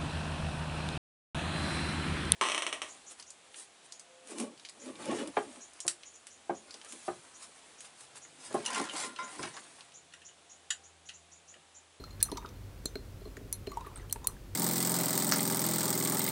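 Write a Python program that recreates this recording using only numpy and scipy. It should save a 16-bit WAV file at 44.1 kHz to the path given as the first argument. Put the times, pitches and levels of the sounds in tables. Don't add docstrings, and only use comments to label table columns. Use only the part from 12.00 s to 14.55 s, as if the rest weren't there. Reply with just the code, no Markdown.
import sys
import numpy as np
from scipy import signal
from scipy.fft import rfft, irfft
from scipy.io import wavfile
from scipy.ndimage import uniform_filter1d

SR = 44100
rng = np.random.default_rng(int(sys.argv[2]) if len(sys.argv) > 2 else 0)


def inscribe(sig):
    pcm = np.round(np.clip(np.atleast_2d(sig).T, -1, 1) * 32767)
    wavfile.write(sys.argv[1], SR, pcm.astype(np.int16))


def ratio_of_db(decibels):
    return 10 ** (np.asarray(decibels, float) / 20)


N = 112454
T = np.arange(6000) / SR
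BINS = np.arange(513) * SR / 1024
EDGE_HZ, WIDE_EDGE_HZ = 15850, 16600
NARROW_OCTAVES = 0.05


def evened(x):
    return x / np.sqrt(np.mean(x ** 2) + 1e-20)


def read(points, hz):
    f, value = np.transpose(points)
    return np.interp(np.log(hz + 1), np.log(f + 1), value)


def add(mix, s, sound):
    part = mix[max(round(s * SR), 0):][:len(sound)]
    part += sound[:len(part)]


def coloured(x, db):
    cepstrum = irfft(np.maximum(db, -90) * np.log(10) / 20)
    cepstrum[1:512] *= 2
    cepstrum[513:] = 0
    response = irfft(np.exp(rfft(cepstrum)))
    return signal.fftconvolve(x, response)[:len(x)]


def low_passed(x, hz):
    return signal.oaconvolve(x, signal.firwin(511, hz, window=("kaiser", 9), fs=SR), "same")


def ring(db, spot_hz, octaves, length=1):
    # (f/Hz, level/dB, time to fall 60 dB/s)
    modes = [(3705, 0, 0.21), (4200, -7, 0.051), (4188, -1, 0.17), (4150, -1.5, 0.049), (5950, -0.5, 0.081),
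             (6210, -6, 0.17), (6880, 3, 0.069), (7345, 0.5, 0.07), (8200, -1, 0.017), (8900, -10, 0.018),
             (9530, -8.5, 0.13), (10600, -4, 0.04), (11230, -2.5, 0.13), (13200, 1, .05)]
    hz, mode_db, t60 = np.transpose(modes)[:, :, None]
    near_db = np.maximum(-6 * (np.log2(hz / spot_hz) / octaves) ** 2, -34)
    scatter_db = 2 * rng.standard_normal(hz.shape)
    sizes = ratio_of_db(db + mode_db + near_db + scatter_db - 60 * T / (t60 * length))
    shake = evened(uniform_filter1d(rng.standard_normal(sizes.shape), size=150))
    sizes *= 1 + 0.5 * shake
    onset = np.minimum(T / 0.00065, 1)
    return (sizes * np.sin(2 * np.pi * hz * T)).sum(0) * onset


def burst(db, t60, colour_db, spike_db, wash_db):
    wash_fade = ratio_of_db(wash_db - 21.5 - 60 * T / 0.19)
    wash = wash_fade * np.minimum(T / 0.0064, 1) * rng.standard_normal(len(T))
    wash_shape_db = -6 * (np.log2((BINS + 50) / 9600)) ** 2 - 40 * (BINS > EDGE_HZ)
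    wash = coloured(wash, colour_db + wash_shape_db)
    rattle = rng.standard_normal(len(T)) * ratio_of_db(-60 * T / t60)
    rattle[0] = ratio_of_db(spike_db)
    rattle = coloured(rattle, colour_db)
    return ratio_of_db(db) * (rattle + wash) / np.sqrt(np.mean(rattle[:100] ** 2))


def clinks():
    times = (.2277, .8565, 1.5272, 2.1265, 2.2714)
    levels = (-15, -31, -26, -23, -19.5)
    spikes = (15, 4, 17, 17, 15)
    washes = (-4.5, -6, -8, -4, -6)
    # (ring over crack level/dB, favoured mode f/Hz, hardness tilt/dB per octave)
    strikes = [
        (-11.5, 9500, -2.5),
        (-11, 5800, -9),
        (-8, 9400, -2),
        (-24, 9200, -3.5),
        (-30, 7900, -2.5),
    ]
    # (f/Hz, level/dB)
    crack = [(600, -31.5), (2000, -25.5), (3550, -22.5), (4550, -14), (6190, -10), (8800, 5), (12500, -1.5),
             (16500, -10)]
    out = np.zeros(N)
    for s, db, spike_db, wash_db, strike in zip(times, levels, spikes, washes, strikes):
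        ring_db, spot_hz, tilt_db = strike
        colour_db = read(crack, BINS) + tilt_db * np.log2((BINS + 100) / 8000)
        add(out, s, burst(db, 0.017, colour_db, spike_db, wash_db))
        add(out, s, ring(db + ring_db, spot_hz, 0.24))
    return out


def touches():
    # (t/s, tick level/dB, tick centre f/Hz, ring over tick level/dB, favoured mode f/Hz)
    light = [(2.16, -49.5, 1720, -20, 4200), (0.039, -52, 4670, 4, 4250), (.107, -64, 6030, 0, 6880),
             (.203, -45.5, 4400, -7, 4200), (0.21, -46, 3640, -5, 5970), (0.3166, -41, 4500, -7.5, 4200),
             (.371, -41.5, 5100, -9, 5960), (0.3739, -42, 5200, -0.5, 5800), (0.381, -52, 6660, -3.5, 3700),
             (.46, -49, 3860, -7, 3740), (.4885, -54, 5000, -2, 5830), (.955, -42, 1890, 0.5, 4295),
             (1.2537, -62, 2500, 6.5, 4200), (1.368, -48, 1780, -17, 6880), (1.6705, -44.5, 2330, 0, 4020),
             (1.692, -60, 5000, -14, 4200), (1.7167, -53, 8900, -2, 4200), (1.7715, -49, 8100, -10, 8600),
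             (1.8078, -57.5, 6050, 16, 8800), (1.867, -54.5, 10100, 3.5, 9650),
             (1.962, -55.5, 4000, -11, 4250), (2.097, -50, 8600, -12, 8700), (2.109, -54, 8600, -14, 4200),
             (2.243, -50, 6540, -6, 6880)]
    out = np.zeros(N)
    for s, db, tick_hz, ring_db, spot_hz in light:
        octaves_off = np.log2((BINS + 50) / tick_hz)
        floor_db = -9 - 60 * (BINS < 900)
        colour_db = np.maximum(-6 * (octaves_off / 0.64) ** 2, floor_db)
        colour_db += -5 * np.maximum(octaves_off, 0) - 40 * (BINS > EDGE_HZ)
        add(out, s, burst(db, 0.029, colour_db, 0.81, 0))
        add(out, s, ring(db + ring_db, spot_hz, NARROW_OCTAVES))
    return out


def single_modes():
    # (t/s, level/dB, favoured mode f/Hz, share of the usual ring length)
    mode_rings = [(0., -54.5, 4140, 2), (0.855, -39, 7345, 1), (.857, -52, 11230, 0.83),
                  (.857, -50, 13200, .6), (0.858, -52, 9530, .3), (.857, -47, 3705, 0.73),
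                  (0.229, -26, 9530, 0.77), (1.37, -45.5, 6880, 0.34), (1.528, -37, 9530, 1),
                  (1.527, -41, 11230, 0.83), (1.528, -48, 13200, 1), (1.529, -49, 6880, .3),
                  (2.098, -53, 10600, 1), (2.11, -47.5, 4200, 0.21), (2.245, -39.5, 6880, .25),
                  (.372, -45, 7345, .2), (.372, -57.5, 11230, .5), (.317, -45.5, 4200, 0.35),
                  (.107, -59, 4200, 1), (.128, -64, 4200, 0.88), (0.228, -35, 4230, 0.59),
                  (0.23, -39, 6100, 0.78), (0.251, -41, 6000, 0.93), (0.324, -53, 6050, 1.2),
                  (.558, -62, 4260, 0.54), (0.858, -32.5, 4050, 0.4), (1.217, -66, 4200, .6),
                  (1.529, -44.5, 4200, 0.66), (1.528, -36, 5950, 0.78), (1.696, -60, 6880, 3.5),
                  (1.974, -32, 8600, 1), (2.127, -43, 4070, 0.31), (2.128, -31, 5950, 0.32),
                  (2.2442, -48, 3705, 0.35), (2.272, -40, 4200, 0.52), (2.273, -45, 5950, 1.3)]
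    out = np.zeros(N)
    for s, db, spot_hz, length in mode_rings:
        add(out, s, ring(db, spot_hz, NARROW_OCTAVES, length))
    return out


def knocks():
    # (t/s, level/dB, share of the lowest mode/dB)
    thumps = [(0.0, -39, -3.5), (0.317, -42.5, 11.5), (0.323, -27.5, -1.5), (0.446, -38, -6),
              (0.855, -39, -8.5), (0.956, -28, -8), (1.216, -39, -23), (1.257, -36, -7), (1.271, -37, -13),
              (1.372, -37.5, -6), (1.388, -44.5, -7), (1.412, -41.5, 0), (1.432, -46, -9),
              (1.453, -46.5, -2), (1.673, -27, -9), (1.772, -43.5, -24), (1.865, -38, -14),
              (2.159, -38.5, -8)]
    table_hz = (276, 396.8, 629)
    table_db = (3, 1.5, -10)
    out = np.zeros(N)
    shape = (1 - np.exp(-T / 0.0024)) * ratio_of_db(-60 * T / 0.05)
    for s, db, low_db in thumps:
        modes = np.zeros(len(T))
        for hz, mode_db, extra_db in zip(table_hz, table_db, (low_db, 0, 0)):
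            modes += ratio_of_db(mode_db + extra_db) * np.sin(2 * np.pi * hz * T)
        add(out, s, ratio_of_db(db + 1) * shape * modes)
    return out


def bubble(db, hz, t60, rise_s, wobble=0):
    turns = hz * (T + 3.8 * T ** 2 / 2)
    shape = ratio_of_db(db + 3.5 - 60 * T / t60) * (1 - np.exp(-T / rise_s))
    return shape * (1 + wobble) * np.sin(2 * np.pi * turns)


def gulps():
    # (t/s, level/dB, f/Hz)
    pockets = [(0.038, -37.5, 1286), (0.211, -37, 1660), (0.287, -35, 1180), (0.296, -41, 1040),
               (0.319, -34, 930), (0.358, -43, 1020), (0.371, -32.5, 1176), (0.379, -30, 942),
               (0.399, -45, 1070), (0.427, -41.5, 960), (0.446, -33, 950), (0.455, -37, 1210),
               (1.718, -32, 1126), (1.731, -39, 1100), (1.7711, -21.5, 900), (1.788, -48, 960),
               (1.8093, -35, 975), (1.815, -36.5, 975), (1.847, -37, 1200), (1.863, -38, 1820),
               (1.868, -31, 1124), (1.961, -41, 1320), (1.997, -41, 2000), (2.027, -43, 1660),
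               (2.158, -34.5, 890), (2.246, -33, 985), (2.285, -41, 1160), (2.366, -43, 1620),
               (1.254, -50, 1110), (.212, -39, 2010)]
    out = np.zeros(N)
    for s, db, hz in pockets:
        wobble = 0.17 * evened(uniform_filter1d(rng.standard_normal(len(T)), size=220))
        add(out, s, bubble(db, hz, 30.2 / hz, 0.0027, wobble))
    return out


def fizz():
    # (t/s, level/dB, f/Hz)
    pings = [(0.214, -33, 8400), (.299, -37, 5300), (0.316, -28.5, 9600), (0.448, -23.5, 1310),
             (1.666, -38, 3000), (1.717, -44, 14400), (1.741, -37.5, 5600), (1.958, -27, 8500),
             (1.96, -44, 8800), (1.968, -30, 8700), (2.017, -43, 6100), (2.097, -33, 3080),
             (1.369, -31, 1840), (1.369, -60, 2880), (1.809, -42, 2590), (1.809, -39, 3770),
             (1.525, -35, 2140), (1.718, -36.5, 2060), (1.962, -41, 2150), (1.671, -45, 1840),
             (0.379, -34.5, 2200)]
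    out = np.zeros(N)
    for s, db, hz in pings:
        add(out, s, bubble(db - 4, hz, 0.012, 0.0015))
    return out


def slosh():
    # (t/s, level/dB)
    stir = [(.18, -63), (.22, -53), (.45, -58), (.56, -69), (1.64, -83), (1.7, -56), (1.9, -55.5),
            (2.03, -56.5), (2.1, -76), (2.3, -55), (2.42, -88)]
    pitch_range = (790, 5000)
    out = np.zeros(N)
    stir_db = np.interp(np.arange(N) / SR, *np.transpose(stir))
    spread_db = 3.5 * np.minimum(rng.exponential(1, N), 4)
    starts = rng.random(N) < 500 / SR
    drops = starts * ratio_of_db(spread_db + stir_db)
    kind = rng.integers(0, 24, N)
    for k, hz in enumerate(np.geomspace(*pitch_range, 24)):
        tone = bubble(2.8, hz, 12 / hz, 0.00091)[:2048]
        out += signal.oaconvolve(drops * (kind == k), tone)[:N]
    return out


def room(x):
    tail = rng.standard_normal(len(T)) * ratio_of_db(-60 * T / 0.23) * (T > 0.0045)
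    return signal.fftconvolve(x, tail / np.linalg.norm(tail))[:N]


def background():
    # (f/Hz, level/dB)
    floor = [(12, -56), (20, -8.5), (90, -3), (145, -11), (308, -18), (397, -26), (496, -20.5), (733, -27),
             (15800, -43)]
    # (centre f/Hz, width/Hz, level/dB)
    hums = [
        (46, 7.1, -61.5),
        (91, 43, -72),
        (379, 173, -62),
    ]
    hz = np.fft.rfftfreq(N, 1 / SR)
    t = np.arange(N) / SR
    noise = rfft(rng.standard_normal(N))
    out = ratio_of_db(-50) * evened(irfft(noise * ratio_of_db(read(floor, hz)), N))
    for centre_hz, width_hz, db in hums:
        peak = 1 / (1 + (2 * (hz - centre_hz) / width_hz) ** 2)
        out += ratio_of_db(db) * evened(irfft(rfft(rng.standard_normal(N)) * peak, N))
    out += ratio_of_db(-51.5 + 1.5) * np.sin(2 * np.pi * 49.36 * t)
    throb_db = 25 * (np.cos(2 * np.pi * (t - 0.18) / 0.4707) - 1)
    out += ratio_of_db(-45 + throb_db) * np.sin(2 * np.pi * 98.3 * t)
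    return low_passed(out, EDGE_HZ)


def scene():
    jar = clinks() + touches() + single_modes()
    wet = knocks() + gulps() + fizz() + slosh()
    near = jar + wet + ratio_of_db(-11.5) * room(wet)
    return (low_passed(near, WIDE_EDGE_HZ) + background())[None]


def band_limit(x):
    return signal.sosfilt(signal.butter(12, 17030, fs=SR, output="sos"), x)


def record(dry):
    return band_limit(dry)


dry = scene()
out = record(dry)
inscribe(out)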